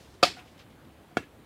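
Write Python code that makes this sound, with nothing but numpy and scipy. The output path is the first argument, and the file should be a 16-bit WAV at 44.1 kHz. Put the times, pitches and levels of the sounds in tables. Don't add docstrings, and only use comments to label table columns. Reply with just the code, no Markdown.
import sys
import numpy as np
from scipy import signal
from scipy.io import wavfile
from scipy.ndimage import uniform_filter1d

SR = 44100
rng = np.random.default_rng(int(sys.argv[2]) if len(sys.argv) > 2 else 0)


def dump_mix(stems):
    frames = np.atleast_2d(stems).T
    limited = np.clip(frames, -1, 1)
    pcm = np.round(limited * 32767).astype(np.int16)
    wavfile.write(sys.argv[1], SR, pcm)


def field_ratio(decibels):
    return 10 ** (np.asarray(decibels, dtype=float) / 20)


N = 63945


def evened(x):
    return x / np.sqrt(np.mean(x ** 2) + 1e-20)


def read(points, hz):
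    f, value = np.transpose(points)
    return np.interp(np.log(hz + 1), np.log(f + 1), value)


def add(mix, s, sound):
    part = mix[max(round(s * SR), 0):][:len(sound)]
    part += sound[:len(part)]


def shaped(x, gain):
    hz, t, z = signal.stft(x, SR, nperseg=256, noverlap=192)
    return signal.istft(z * gain(hz[:, None], t), SR, nperseg=256, noverlap=192)[1][:len(x)]


# [f/Hz, density/dB per Hz]
AIR_SPECTRUM = [(40, 1.5), (90, -3.5), (300, -6), (650, -13.5), (3200, -25), (5500, -35), (9000, -35),
                (16000, -37.5)]


def air():
    frames = N // 256 + 5
    hz = np.fft.rfftfreq(1024, 1 / SR)
    real, imag, patches = rng.standard_normal((frames, 513, 3)).T
    patches = uniform_filter1d(patches, 12, 0)
    patches = evened(uniform_filter1d(patches, 10, 1))
    level_db = read(AIR_SPECTRUM, hz)[:, None] + 1.2 * patches
    z = (real + 1j * imag) * field_ratio(level_db)
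    noise = signal.istft(z, nperseg=1024, noverlap=768)[1][:N]
    return field_ratio(-52.5) * evened(noise)


def grit(size, lumpy_db, clump_db=0.7):
    clicks = rng.standard_normal(size)
    drift = rng.standard_normal(size)
    sizes = np.minimum(rng.exponential(1, size), 5)
    for _ in range(2):
        drift = uniform_filter1d(drift, size=130)
    return evened(clicks * field_ratio(lumpy_db * sizes + clump_db * evened(drift)))


def crumb(length_s, level_db, centre_hz, octaves):
    t = np.arange(SR // 3) / SR

    def colour(hz, u):
        band = np.exp(-0.5 * (np.log2((hz + 1) / centre_hz) / octaves) ** 2)
        fizz = field_ratio(-20) / (1 + (hz / 11040) ** 2)
        return band + fizz

    shape = np.minimum(t / 0.0018, 1) * np.exp(-(t / length_s) ** 2)
    return field_ratio(level_db) * shape * evened(shaped(grit(len(t), lumpy_db=2.0), colour))


# [t/s, length/s, level/dB, centre f/Hz, width/octaves]
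CRUMB_AND_ECHO_EVENTS = [(0.0, 0.12, -61, 3740, 0.83), (.139, .015, -62.5, 4350, 0.71), (.1, .12, -68, 4500, .6),
                         (0.364, 0.069, -52.5, 1210, 1), (0.391, 0.023, -51.5, 2670, 0.24),
                         (0.473, 0.024, -60, 2700, 0.45), (.577, 0.013, -57.5, 2370, 0.77),
                         (.59, .035, -54, 2700, .65), (.45, .12, -66, 4000, .6), (0.7, 0.056, -65.5, 2480, 0.75),
                         (0.844, 0.015, -64, 3200, 0.3), (0.902, 0.012, -66, 2610, .4), (1.106, 0.073, -70, 492, 1),
                         (1.182, .045, -53, 2400, .4), (1.224, 0.036, -57.5, 2200, 0.44)]


def crumbs_and_echoes():
    out = np.zeros(N)
    for s, *slide in CRUMB_AND_ECHO_EVENTS:
        add(out, s, crumb(*slide))
    return out


def ring(modes, contact_s):
    t = np.arange(12000) / SR
    tones = sum(field_ratio(db - 60 * t / t60) * np.sin(2 * np.pi * hz * t) for hz, db, t60 in modes)
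    push = t[:200] / contact_s * np.exp(-t[:200] / contact_s)
    struck = np.convolve(tones, push)[:len(t)]
    out = signal.lfilter(*signal.butter(2, 200, "high", fs=SR), struck)
    return out / abs(out).max()


def tuned(pitches, rows):
    return [(hz, *row) for hz, row in zip(pitches, rows)]


SHAFT_PITCHES = [190, 343, 559, 715, 1213, 1318, 1657]
# [level/dB, t60/s]
SHAFT_DECAYS = [(-19, 0.2), (-13, 0.23), (4, 0.065), (5, 0.12), (3.5, 0.11), (2, 0.087), (-23, 0.02)]


def shaft_ring(contact_s):
    return ring(tuned(SHAFT_PITCHES, SHAFT_DECAYS), contact_s)


BLADE_PITCHES = [1970, 2285, 2620, 2685, 3165, 3428, 3731, 4200, 4424, 4695, 4880, 5260, 6950, 9100]
# [level/dB, t60/s]
BLADE_DECAYS = [(-12, 0.059), (-4.5, 0.082), (2.5, 0.033), (-3.5, .07), (0, .04), (-3, 0.096), (2, 0.053),
                (-7.5, 0.096), (0, 0.1), (3.5, .05), (-20, 0.0552), (-6, .06), (2.5, .025), (-4.5, .025)]


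def blade_ring(contact_s):
    return ring(tuned(BLADE_PITCHES, BLADE_DECAYS), contact_s)


# [f/Hz, level/dB, t60/s]
BURIED_MODES = [(361, -4.5, 0.034), (463, -5, .025), (730, 3.5, 0.011), (1454, 4.5, 0.013),
                (1690, -11, 0.057), (2227, -5, 0.025), (2700, -18.5, 0.13), (3260, -13.5, 0.045),
                (4600, -16, 0.033), (5450, -13, 0.019), (7300, -15, .022), (9500, -20, .012),
                (11800, -19, .015), (14500, -20, .012)]


def buried_ring(contact_s):
    return ring(BURIED_MODES, contact_s)


# [f/Hz, t60/s]
TAIL_DECAY = [(150, 0.56), (500, .2), (1500, 0.25), (4000, .26), (8000, 0.29), (15000, 0.2)]


def crack_and_tail(rise_s, crack_db, crack_t60_s, tail_db, colour, t60_share, steel):
    t = np.arange(SR // 2) / SR
    raw = grit(len(t), lumpy_db=3.2)
    plain = evened(shaped(raw, lambda hz, u: field_ratio(read(colour, hz))))
    bright = shaped(plain, lambda hz, u: hz ** 2 / (hz ** 2 + 1800 ** 2))
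    rattle = evened(signal.fftconvolve(raw, steel)[:len(t)])

    def decay(hz, u):
        return field_ratio(-60 * u / (t60_share * read(TAIL_DECAY, hz)))

    tail = field_ratio(tail_db) * shaped(plain + field_ratio(-4) * rattle, decay)
    crack = field_ratio(crack_db - 60 * t / crack_t60_s) * bright
    return np.minimum(t / rise_s, 1) ** 3 * (tail + crack)


# [t/s, rise/s, crack level/dB, crack t60/s, tail level/dB]
CRACK_EVENTS = [
    (.2255, 0.0046, -14.5, 0.039, -22.5),
    (1.1665, 0.0055, -20.5, 0.036, -34),
]
# [f/Hz, density/dB per Hz]
BRIGHT_COLOUR = [(100, -26), (200, -13.5), (700, -12.5), (1100, -17), (4500, -6), (5350, -9), (5700, -16.5),
                 (16000, -37)]
# [f/Hz, density/dB per Hz]
DULL_COLOUR = [(100, -5), (400, 0.5), (1100, -9.5), (1700, -7.5), (2750, -14), (3600, -16.5), (8000, -26.5),
               (16000, -44.5)]


def cracks_and_tails():
    out = np.zeros(N)
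    contact_s = 0.00003
    (first_s, *first), (second_s, *second) = CRACK_EVENTS
    add(out, first_s, crack_and_tail(*first, BRIGHT_COLOUR, 0.95, blade_ring(contact_s)))
    add(out, second_s, crack_and_tail(*second, DULL_COLOUR, 0.63, buried_ring(contact_s)))
    return out


# [t/s, level/dB, f/Hz, t60/s]
LATE_TONE_EVENTS = [
    (.268, -28.5, 727, .06),
    (.349, -54, 530, 0.069),
    (.368, -44.5, 728, 0.23),
    (.368, -52.5, 1451, 0.25),
    (1.11, -51.5, 717, 0.17),
    (1.222, -51, 1690, 0.087),
    (1.237, -50, 1710, 0.054),
]


def late_tones():
    out = np.zeros(N)
    t = np.arange(12000) / SR
    rise = np.minimum(t / 0.003, 1)
    for s, db, hz, t60 in LATE_TONE_EVENTS:
        add(out, s, rise * field_ratio(db - 60 * t / t60) * np.sin(2 * np.pi * hz * t))
    return out


# [t/s, level/dB]
KNOCK_HITS = [
    (1.1697, -33),
    (1.1706, -7.5),
    (1.1749, -22.5),
    (1.1790, -25),
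]


def dull_chop():
    out = np.zeros(N)
    buried = buried_ring(contact_s=0.00005)
    for s, db in KNOCK_HITS:
        add(out, s, field_ratio(db) * buried)
    return out


def gripped(x, start_s, grip_db):
    t = np.arange(len(x)) / SR
    return x * field_ratio(grip_db * np.clip((t - start_s) / 0.003, 0, 1))


# [t/s, shaft level/dB, blade level/dB]
CHOP_HITS = [
    (0.2275, -23.5, -26.5),
    (0.2298, -5, -13),
    (0.2345, -30.5, -2),
    (.2373, -36, -12),
    (.2510, -46.5, -17),
]


def ringing_chop():
    out = np.zeros(N)
    shaft = gripped(shaft_ring(contact_s=0.00011), start_s=0.0154, grip_db=-14.5)
    blade = gripped(blade_ring(contact_s=0.00003), start_s=0.0044, grip_db=-3)
    for s, shaft_db, blade_db in CHOP_HITS:
        add(out, s, field_ratio(shaft_db) * shaft - field_ratio(blade_db) * blade)
    return out


def scene():
    out = air() + crumbs_and_echoes() + cracks_and_tails() + late_tones() + dull_chop() + ringing_chop()
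    return out[None]


def low_pass(x):
    return signal.sosfilt(signal.butter(12, 16460, fs=SR, output="sos"), x)


def record(dry):
    bass_cut = signal.butter(4, 63, "high", fs=SR, output="sos")
    band_limit = signal.firwin(numtaps=81, cutoff=15900, fs=SR)
    mix = signal.sosfilt(bass_cut, dry)
    mix = signal.oaconvolve(mix, band_limit[None], "same")
    return low_pass(mix)


dry = scene()
out = record(dry)
dump_mix(out)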